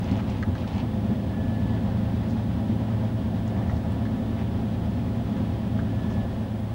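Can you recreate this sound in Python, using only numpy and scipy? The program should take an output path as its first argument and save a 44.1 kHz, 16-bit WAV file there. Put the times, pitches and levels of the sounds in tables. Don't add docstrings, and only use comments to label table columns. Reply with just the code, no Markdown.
import sys
import numpy as np
from scipy import signal
from scipy.fft import rfft, irfft, next_fast_len
from scipy.io import wavfile

SR = 44100
rng = np.random.default_rng(int(sys.argv[2]) if len(sys.argv) > 2 else 0)


def transcribe(signal):
    frames = np.atleast_2d(signal).T
    limited = np.clip(frames, -1, 1)
    pcm = np.round(limited * 32767).astype(np.int16)
    wavfile.write(sys.argv[1], SR, pcm)


N = 297234

# frequency in Hz, relative density in dB.
BOOM_SPECTRUM = [(15, -32), (28, -9.5), (45, -15), (65, -4.5), (88, -0.5), (110, -2), (135, -3), (168, -4),
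                 (205, 3), (240, -3), (275, -6), (320, -15), (500, -62), (900, -100)]
WHEEL_SPECTRUM = [(150, -27), (310, -2.5), (385, 0), (445, -3), (490, -4), (525, -1.5), (570, -2.5),
                  (640, -1.5), (860, -6), (1100, -12.5), (1450, -17), (1850, -17), (2400, -26), (6000, -68)]
AIR_SPECTRUM = [(600, -38), (1800, -11), (2400, -1), (3350, 2), (4000, -4.5), (5000, -8.5), (6300, -16),
                (8000, -26), (15000, -50)]
HISS_SPECTRUM = [(100, -8), (4000, 3), (8000, 0.5), (12000, 0), (15500, -6.5)]
# time in seconds, gain in dB.
TRACK_SHAKE = [(0, 0), (.75, -1.5), (1.6, 1.2), (3, -0.46), (4.8, -0.4), (6.25, 0.7), (6.45, -3),
               (6.74, -5)]
# time in seconds, cycles per second.
CYCLE_RATE = [(0, 9.13), (1, 9.1), (1.9, 9.165), (2.5, 9.24), (3.4, 9.205), (4.3, 9.265), (5.3, 9.215),
              (6, 9.15), (6.74, 9.06)]
# time in seconds, level in dB.
FIRING_HUM = [(0, -33), (.7, -35), (1.5, -30.5), (2.5, -28.5), (3.6, -32), (6.74, -31.5)]
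# multiple of the cycle rate, relative level in dB.
ENGINE_ORDERS = [(3, -26), (6, -10.5), (7, -10.5), (8, -8), (9, -4), (10, -4), (11, -5), (13, -7),
                 (14, -24), (15, -7.5), (18, -2.5), (19, -10), (20, -16), (21, -4.5), (22, -9), (23, -13),
                 (24, -1), (25, -13.5), (26, -9.5), (27, -6.5), (29, -16), (30, -8), (34, -10.5), (38, -19),
                 (42, -19.5), (57, -15.5), (70, -18)]
# start in seconds, level in dB, share of the power in the low mode.
TRACK_JOLTS = [(.103, -19.5, 0.33), (.461, -21, .55), (.829, -27, 0), (.987, -29.5, 0.5),
               (1.088, -23.5, .1), (2.69, -22.5, .1), (3.2, -27, .9), (3.722, -25.5, 0.97),
               (5.386, -28, 0.15)]
# frequency in Hz, rise time in seconds.
BODY_MODES = [(89, 0.024), (198, 0.017)]
# start in seconds, level in dB, contact cutoff in Hz, t60 in seconds.
FITTING_KNOCKS = [(.19, -37, 1200, 0.066), (0.4263, -24.5, 5000, 0.015), (0.4328, -27, 2500, .01),
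                  (.552, -36.5, 9000, .04), (.641, -40, 2500, .07), (3.696, -34, 700, 0.029),
                  (4.053, -38, 2500, .04), (5.366, -43, 4000, .077), (5.789, -35, 2000, 0.08)]
# frequency in Hz, bandwidth in Hz, relative level in dB.
PANEL_MODES = [(1244, 100, 3), (1620, 140, 3), (1940, 114, 1), (3000, 440, -11), (4250, 500, -11),
               (6200, 700, -14)]
# start in seconds, level in dB, centre frequency in Hz.
FITTING_TICKS = [(.042, -43, 4800), (.114, -43, 4800), (.167, -46, 4800), (.3, -43, 4800),
                 (.552, -47, 3500), (.679, -43, 4200), (.749, -49, 4800), (3.478, -48, 6000),
                 (3.9215, -49, 7500)]
# start and length in seconds, level in dB, attack in seconds.
GEAR_SWELLS = [(1.27, 0.47, -53.5, 0.056), (1.8, .52, -64, .06), (3.25, 1.15, -61, .25),
               (5.74, .5, -54.8, 0.28)]
# start and length in seconds, level in dB, centre frequency in Hz.
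RUB_STROKES = [(.01, .19, -48.5, 2390), (0.259, .14, -51, 2500), (0.549, 0.073, -50, 2800),
               (.66, .14, -47.5, 2500), (2.28, .03, -54.5, 5500), (2.69, .025, -52, 3000),
               (2.868, .06, -51.5, 1400), (3.66, 0.11, -60, 4500), (4.36, .06, -50, 1600),
               (6.08, 0.055, -59, 5500)]
# frequency in Hz, relative level per harmonic in dB.
BUZZ_SPECTRUM = [(4000, -15), (6500, -3), (8800, -1), (11000, -2.5), (13500, -5), (15500, -7)]


def amp(db):
    return 10 ** (np.asarray(db) / 20)


def unit(x):
    return x / np.sqrt(np.mean(x ** 2) + 1e-20)


def clock():
    return np.arange(N) / SR


def along(points, hz):
    freqs, values = np.transpose(points)
    return np.interp(np.log(hz + 1), np.log(freqs + 1), values)


def curve(rows):
    return np.interp(clock(), *np.transpose(rows))


def wobble(rate, oversample=8):
    knots = rng.standard_normal(int(N * rate / SR) + 4)
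    smooth = signal.resample(knots, oversample * len(knots))
    return np.interp(clock() * rate * oversample, np.arange(len(smooth)), smooth)


def swell(length, attack, release):
    t = np.arange(int((length + release) * SR)) / SR
    return np.clip(np.minimum(t / attack, (length + release - t) / release), 0, 1)


def filtered(x, response):
    size = next_fast_len(len(x) + 8192)
    return irfft(rfft(x, size) * response(np.fft.rfftfreq(size, 1 / SR)), size)[:len(x)]


def noise(spectrum):
    return unit(filtered(rng.standard_normal(N), lambda hz: amp(along(spectrum, hz))))


def resonance(hz, centre, width):
    return 1j * hz * width / (centre ** 2 - hz ** 2 + 1j * hz * width)


def band(centre, width, size):
    white = rng.standard_normal(size)
    return unit(filtered(white, lambda hz: resonance(hz, centre, width * centre) ** 2))


def tone(hz):
    return np.sqrt(2) * np.sin(2 * np.pi * (np.cumsum(hz) / SR + rng.random()))


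def add(out, start, sound):
    first = int(np.clip(round(start * SR), 0, N))
    out[first:first + len(sound)] += sound[:N - first]


def wheels_and_air(boom_db=-30, roar_db=-38.9, air_db=-54):
    shake_db = curve(TRACK_SHAKE)
    flutter = wobble(22)
    rough_db = np.zeros(N)
    add(rough_db, start=3.47, sound=1.5 * swell(length=.23, attack=.092, release=.092))
    boom = amp(boom_db + shake_db) * noise(BOOM_SPECTRUM)
    roar = amp(roar_db + .33 * shake_db + rough_db + .5 * flutter) * noise(WHEEL_SPECTRUM)
    rush = amp(air_db + .45 * shake_db + .62 * flutter + .39 * wobble(60)) * noise(AIR_SPECTRUM)
    return boom + roar + rush


def engine(drone_db=-35.5, waver=.0017, firing_order=12):
    cycle_hz = curve(CYCLE_RATE) * (1 + waver * wobble(9))
    hum = amp(curve(FIRING_HUM) + 1.15 * wobble(4.5)) * tone(firing_order * cycle_hz)
    drone = sum(amp(db + .59 * wobble(5)) * tone(order * cycle_hz) for order, db in ENGINE_ORDERS)
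    return hum + amp(drone_db + curve(TRACK_SHAKE)) * drone


def jolts(width=.53):
    out, t = np.zeros(N), np.arange(SR // 3) / SR
    for start, db, low_share in TRACK_JOLTS:
        for share, (hz, rise) in zip([low_share, 1 - low_share], BODY_MODES):
            envelope = t / rise * np.exp(1 - t / rise)
            boom = unit(envelope * band(hz, width, len(t)))
            add(out, start, amp(db) * np.sqrt(share * np.mean(envelope ** 2)) * boom)
    return out


def fittings(blow=.59, tick_t60=.017):
    def panel(hz):
        return sum((-1) ** k * amp(db) * resonance(hz, centre, width)
                   for k, (centre, width, db) in enumerate(PANEL_MODES))

    out, t = np.zeros(N), np.arange(SR // 5) / SR
    for start, db, cutoff_hz, t60 in FITTING_KNOCKS:
        decay = amp(-60 * t / t60)
        strength = np.linalg.norm(decay)
        force = blow * strength * (t == 0) + decay * rng.standard_normal(len(t))
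        ring = filtered(force, lambda hz: panel(hz) / (1 + 1j * hz / cutoff_hz) ** 2)
        add(out, start, amp(db) * strength * ring / np.linalg.norm(ring))
    for start, db, hz in FITTING_TICKS:
        add(out, start, amp(db - 60 * t / tick_t60) * band(hz, width=.51, size=len(t)))
    return out


def gear_whine(mesh_order=188.8, idle_db=-66.5, waver_hz=3, flutter_db=.7):
    singing = np.zeros(N)
    for start, length, db, attack in GEAR_SWELLS:
        add(singing, start, amp(db) * swell(length, attack, release=.13))
    level = np.hypot(singing, amp(idle_db)) * amp(flutter_db * wobble(30))
    return level * tone(mesh_order * curve(CYCLE_RATE) + waver_hz * wobble(35))


def rustles(grain_db=3.2, cutoff_hz=7500, hollow_hz=810, hollow_db=3):
    out = np.zeros(N)
    for start, length, db, hz in RUB_STROKES:
        stroke = swell(length, attack=.019, release=.04)
        hollow = amp(hollow_db) * band(hollow_hz, width=.31, size=len(stroke))
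        scrape = band(hz, width=.91, size=len(stroke))
        add(out, start, amp(db) * stroke * (scrape + hollow))
    grain = unit(amp(grain_db * wobble(400)))
    return filtered(out * grain, lambda hz: 1 / (1 + (hz / cutoff_hz) ** 8))


def motor_buzz(buzz_db=-81, motor_hz=200, smear_s=.00062):
    orders = np.arange(25, 78)
    hz = orders * motor_hz
    pulses = np.array([1, .75, .25])
    weights = np.fft.fft(pulses)[orders % len(pulses)] / pulses.sum()
    lines = weights * amp(buzz_db + along(BUZZ_SPECTRUM, hz))
    chirp = np.exp(-1j * np.pi * smear_s * (hz - hz[0]) ** 2 / np.ptp(hz))
    two_cycles = clock()[:2 * SR // motor_hz]
    harmonics = np.exp(2j * np.pi * np.outer(hz, two_cycles))
    return np.resize(np.sqrt(2) * np.real((lines * chirp) @ harmonics), N)


def line_whistle(whistle_db=-68.5, flicker_db=.8, line_hz=15625):
    return amp(whistle_db + flicker_db * wobble(220) + .4 * wobble(3)) * tone(np.full(N, line_hz))


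def drum_comb(hz, drum_hz=150, feedback=.6):
    delay = np.exp(-2j * np.pi * hz / drum_hz)
    return (1 - delay) / (1 - feedback * delay) * (1 + feedback) / 2


def scene():
    return (wheels_and_air() + engine() + gear_whine() + jolts() + fittings() + rustles())[None]


def record(dry, hiss_db=-64, top_hz=15760):
    combed = filtered(dry[0], drum_comb)
    self_noise = motor_buzz() + line_whistle() + amp(hiss_db) * noise(HISS_SPECTRUM)
    return filtered(combed + self_noise, lambda hz: hz < top_hz)[None]


dry = scene()
out = record(dry)
transcribe(out)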